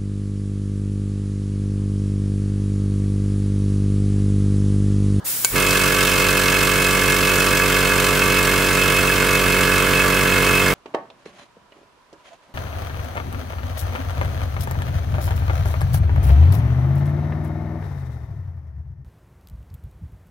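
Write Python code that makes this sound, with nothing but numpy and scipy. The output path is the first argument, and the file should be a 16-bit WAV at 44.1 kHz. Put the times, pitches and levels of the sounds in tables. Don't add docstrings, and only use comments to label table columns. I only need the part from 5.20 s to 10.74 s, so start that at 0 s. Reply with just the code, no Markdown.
import sys
import numpy as np
from scipy import signal
from scipy.fft import rfft, irfft
from scipy.io import wavfile
from scipy.ndimage import uniform_filter1d

SR = 44100
rng = np.random.default_rng(int(sys.argv[2]) if len(sys.argv) > 2 else 0)


def store_pcm(level_fs):
    pcm = np.round(np.clip(level_fs, -1, 1) * 32767).astype(np.int16)
    wavfile.write(sys.argv[1], SR, np.atleast_2d(pcm).T)


N = 244299
T = np.arange(N) / SR


def undb(db):
    return 10 ** (np.asarray(db) / 20)


def level(x, db):
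    return x * undb(db) / np.sqrt(np.mean(x ** 2))


def per_bin(table):
    hz, value = np.transpose(table)
    bin_hz = np.arange(N // 2 + 1) * SR / N
    return np.interp(np.log(bin_hz + 1), np.log(hz + 1), value)


def noise(colour):
    spectrum = rfft(rng.standard_normal(N)) * undb(per_bin(colour))
    return level(irfft(spectrum, N), 0)


def noise_pair(colour):
    return np.array([noise(colour), noise(colour)])


def walk(rate_hz):
    step = int(SR / rate_hz)
    steps = np.repeat(rng.standard_normal(N // step + 1), step)
    return level(uniform_filter1d(steps, step)[:N], 0)


def ring(x, modes):
    out = 0
    for hz, db, t60_s in modes:
        pole = np.exp(2j * np.pi * hz / SR - np.log(1000) / (t60_s * SR))
        out = out + undb(db) * signal.lfilter([1], [1, -pole], x).imag
    return out


def radiate(force, modes):
    edges_hz = 0.94 * modes[0][0], 0.974 * max(mode[0] for mode in modes)
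    band = signal.butter(2, edges_hz, "band", fs=SR, output="sos")
    return signal.sosfilt(band, ring(force, modes))


def clicks(times_s, sizes):
    at = np.clip(times_s * SR, 0, N - 2)
    i = at.astype(int)
    early = np.bincount(i, sizes * (1 - at + i), N)
    late = np.bincount(i + 1, sizes * (at - i), N)
    return early + late


# f/Hz, level/dB
LEFT_LEVEL = [(40, -2.5), (110, -5.5), (200, -3.5), (380, -3.5), (700, -4.5), (1290, -3.5), (2380, -3.5),
              (4400, -1), (8120, 0), (15000, 2)]
# f/Hz, phase lead/rad
LEFT_PHASE = [(20, 0), (3000, 0), (8500, -.4), (11000, -1.4), (16000, -2.6)]
WALLS_T60_S, WALLS_DB = 0.03, -7


def place(x):
    half = undb(per_bin(LEFT_LEVEL) / 2) * np.exp(.5j * per_bin(LEFT_PHASE))
    direct = irfft(rfft(x) * np.array([half, 1 / half]), N)
    age_s = np.arange(int(.4 * SR)) / SR
    tail = rng.standard_normal((2, len(age_s))) * undb(-60 * age_s / WALLS_T60_S) * (age_s > .003)
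    tail = signal.lfilter(*signal.butter(1, 1500, "high", fs=SR), tail)
    tail /= np.sqrt(np.sum(tail ** 2, axis=1, keepdims=True))
    return direct + undb(WALLS_DB) * signal.fftconvolve(x[None], tail)[:, :N]


# f/Hz, relative density level/dB
ROOM_COLOUR = [(18, -34), (30, -8), (153, -0.5), (364, -6), (1010, -6), (1720, -8), (2610, -36),
               (2980, -20), (16000, -40)]
ROOM_SHARED_DB, HUM_HZ, HUM_PEAK_DB = -45, 118, -47


def room():
    hum = undb(HUM_PEAK_DB + 2.0 * walk(8.2)) * np.sin(2 * np.pi * HUM_HZ * T)
    tone = noise(ROOM_COLOUR) + 1.26 * noise_pair(ROOM_COLOUR)
    return hum + undb(ROOM_SHARED_DB) * tone


JET_OPEN_S, JET_RISE_S, JET_SETTLE_S = 0.041, .012, 0.35
JET_DB, JET_DROP_DB = -16.5, -10.5


def jet_gain():
    age_s = np.maximum(T - JET_OPEN_S, 0)
    opening = (1 - np.exp(-age_s / JET_RISE_S)) ** 2
    settled = 1 - np.exp(-age_s / JET_SETTLE_S)
    return opening * undb(JET_DB + JET_DROP_DB * settled)


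# f/Hz, relative density level/dB
JET_SPECTRUM = [(700, -28), (1700, -14), (4080, -13.5), (5590, -9.5), (6300, -12), (7090, -7.5),
                (9500, -6.5), (10800, -5.5), (11800, -4.5), (14400, -4), (15200, -3), (16000, 4.5)]


def jet():
    own = noise_pair(JET_SPECTRUM)
    flicker = undb(0.3 * walk(14))
    return jet_gain() * flicker * (place(noise(JET_SPECTRUM)) + 1.17 * own)


# f/Hz, relative level/dB, t60/s
SWITCH_MODES = [(490, -28, 0.033), (1120, -25, .02), (1560, -21, 0.048), (2250, -28, 0.17),
                (2640, -31, 0.054), (3350, -14, .004), (4630, -7, 0.0053), (7100, 1, 0.0077),
                (8500, -7, .006), (13100, -4, .003)]
SNAP_S, SNAP_DB = .2472, 1


def switch():
    age_s = T - SNAP_S
    decay = (age_s > 0) * np.exp(-np.maximum(age_s, 0) / 0.0015)
    crackle = decay * np.diff(rng.standard_normal(N + 1))
    blow = clicks(np.array([SNAP_S]), np.ones(1))
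    snap = radiate(blow, SWITCH_MODES) + undb(-7.0) * crackle
    onset = snap[(age_s > 0) & (age_s < .002)]
    return undb(SNAP_DB) * snap / np.sqrt(2 * np.mean(onset ** 2))


MOTOR_ON_S, SPIN_UP_S = .297, .06


def spin():
    return 1 - np.clip((T - MOTOR_ON_S) / SPIN_UP_S, 0, 1)


# t/s, speed/(turns/s)
SHAFT_SPEED = [(.3, 32), (.35, 46.9), (.6, 46.7), (1, 46.677), (5.54, 46.618)]
ANGLE_ZERO_S = 1.0


def shaft_turns():
    turns = np.cumsum(np.interp(T, *np.transpose(SHAFT_SPEED))) / SR
    return turns - turns[int(ANGLE_ZERO_S * SR)]


THROB_DB, THROB_START_DB, THROB_DB_PER_S = -22, -26, 0.33


def throb_gain():
    return (spin() < 1) * undb(THROB_DB + THROB_START_DB * spin() ** 2 + THROB_DB_PER_S * T)


# multiple of shaft speed, relative level/dB
THROB_LINES = [(1, 2), (2, -7.5), (3, 1), (4, 1.5), (5, -4.5), (6, 1), (7, -2), (8, 0), (9, 3), (10, 0),
               (11, 3.5), (12, -21), (13, -3.5), (14, -8), (15, -11.5), (18, -9.5), (19, -14), (20, -7),
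               (21, -19)]
PISTON_STROKES = [(.315, 1.0, 1.5), (.84, .95, .3), (.51, .3, 0)]
# multiple of mains, multiple of shaft speed, relative level/dB
BUZZ_LINES = [(2, 0, 0), (2, 1, -4.5), (4, 1, -17.5), (2, 3, -12.5), (2, 4, -18), (2, 8, -14.5),
              (2, 9, -27)]
MAINS_HZ, MAINS_ZERO_S, PULL_TURNS = 49.972, .0007, .37
TILT_DB_PER_OCT, TILT_START_DB_PER_OCT = -0.43, -5.5


def throb(turns):
    out = 0
    tilt_db = TILT_DB_PER_OCT + TILT_START_DB_PER_OCT * spin()
    for k, db in THROB_LINES:
        stroke = sum(size * np.exp(1j * (lead - 2 * np.pi * k * angle))
                     for angle, size, lead in PISTON_STROKES)
        line_db = db + tilt_db * np.log2(k / 3) + 0.52 * walk(6)
        out = out + undb(line_db) * np.cos(2 * np.pi * k * turns + np.angle(stroke))
    for m, k, db in BUZZ_LINES:
        cycles = m * MAINS_HZ * (T - MAINS_ZERO_S) + k * (turns - PULL_TURNS)
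        out = out + undb(db) * np.cos(2 * np.pi * cycles)
    return level(out, 0)


# f/Hz, relative density level/dB
RUMBLE_COLOUR = [(18, -30), (30, -10), (70, -0.5), (130, 2), (330, 3), (520, 4.5), (640, -0.5), (770, -4.5),
                 (950, -2.5), (1300, 2), (2000, 0.5), (3500, -4), (5000, -12)]


def rumble():
    air = place(noise(RUMBLE_COLOUR)) + 0.6 * noise_pair(RUMBLE_COLOUR)
    return throb_gain() * undb(-5.0) * air


KNOCK_DB, KNOCK_SLACK_DB, KNOCK_DB_PER_S = -21.5, -18, 0.28
TICK_DB, TICK_SLACK_DB, TICK_DB_PER_S = -25, -24, -0.78


def knock_gain(db, slack_db, db_per_s):
    return (1 - spin()) * undb(db + slack_db * (spin() > 0) + db_per_s * T)


# f/Hz, relative level/dB, t60/s
CASE_MODES = [(1036, -14.5, 0.11), (1074.6, -6.5, 0.085), (1164.6, 5.5, 0.085), (1207, -8.5, 0.043),
              (1308, -0.5, 0.099)]
HEAD_MODES = [(1397, -1.5, 0.073), (1447, -3.5, 0.12), (1549, 0, 0.088), (1675.5, 1, 0.067),
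              (1704, -2, .05), (1800, -7, 0.055), (1615, 8, 0.016)]
PLATE_MODES = [(2154, -1, 0.076), (2227, -0.5, 0.1), (2275, -3, 0.047)]
COVER_MODES = [(2586, 1.5, 0.054), (2706, -4, .03), (3085, -9.5, 0.039), (3280, -10.5, 0.054),
               (4315, -14.5, 0.07), (5065, -15, 0.053), (6630, -15, .02), (7630, -18, 0.026),
               (8400, -20, .025), (9430, -13, .02)]
# angle/turns, relative case, head, plate, cover, tick level/dB,
# timing scatter/ms, size scatter/dB (both before the looseness factor)
KNOCKS_PER_TURN = [(.95, 0, -2, -1.5, -14, -2, 0.043, 1.5), (.04, -19, -13, -6.5, -4, 0.5, .07, 2.0),
                   (.17, -8, -5.5, -11, -15, -2.5, .08, 2.5), (.2833, -11.5, 0, -7, 0.5, -12, .1, 2.5),
                   (.40, -16.5, -17, -13, -11, -11.5, .15, 3.0), (.53, -9, -10.5, -8, -10, -15, 0.17, 2.5),
                   (.81, -21, -14, -18, -14, -10.5, 0.09, 3.0)]
LOOSENESS = [.5, 1.4, .7, .9, 1.0]
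# f/Hz, relative density level/dB
TICK_COLOUR = [(1650, -46), (2800, 0.5), (2920, -4), (3190, -7.5), (4100, -6.5), (4990, -6.5), (6950, -8.5),
               (7410, -7), (9680, -8), (10600, -15.5), (11600, -6.5), (15700, -17)]


def knocks(turns, beat_ms=.03, beat_db=-1.2):
    whole = np.arange(np.floor(turns[0]) + 1, turns[-1] - 1)
    force = np.zeros((5, N))
    for angle, *part_db, scatter_ms, scatter_db in KNOCKS_PER_TURN:
        knock_s = np.interp(whole + angle, turns, T)
        torque = np.sin(4 * np.pi * MAINS_HZ * (knock_s - MAINS_ZERO_S))
        chance = rng.standard_normal((len(knock_s), 11)).T
        for p in range(5):
            jitter_ms = LOOSENESS[p] * scatter_ms * (chance[0] + .6 * chance[6 + p])
            when_s = knock_s + (beat_ms * torque + jitter_ms) / 1000
            size_db = part_db[p] + beat_db * torque + LOOSENESS[p] * scatter_db * chance[1 + p]
            force[p] += clicks(when_s, undb(size_db))

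    def fade(x, tau_s):
        return signal.lfilter([1], [1, -np.exp(-1 / (tau_s * SR))], x)

    force[:4] += undb(-30.5) * fade(force[:4], 0.0028) * rng.standard_normal((4, N))
    parts = (CASE_MODES, HEAD_MODES, PLATE_MODES, COVER_MODES)
    parts_db = (-6.0, -3.5, -6.5, -5.0)
    metal = sum(level(radiate(f, part), db) for f, part, db in zip(force, parts, parts_db))
    burst = level(fade(force[4], .0005) + 0.51 * fade(force[4], .005), 0)
    air = np.array([noise(TICK_COLOUR), 0.45 * noise(TICK_COLOUR), 0.86 * noise(TICK_COLOUR)])
    return level(metal, 0), burst * air


def scene():
    turns = shaft_turns()
    metal, ticks = knocks(turns)
    metal = knock_gain(KNOCK_DB, KNOCK_SLACK_DB, KNOCK_DB_PER_S) * metal
    ticks = knock_gain(TICK_DB, TICK_SLACK_DB, TICK_DB_PER_S) * ticks
    pump = throb_gain() * throb(turns) + metal + ticks[0]
    return room() + jet() + place(switch() + pump) + rumble() + ticks[1:]


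TOP_HZ = 15730


def record(dry):
    dry = signal.lfilter(*signal.butter(1, 12, "high", fs=SR), dry)
    rounded = np.tanh(0.81 * dry) / 0.81
    return signal.sosfilt(signal.ellip(16, .3, 70, TOP_HZ, fs=SR, output="sos"), rounded)


dry = scene()
out = record(dry)
store_pcm(out)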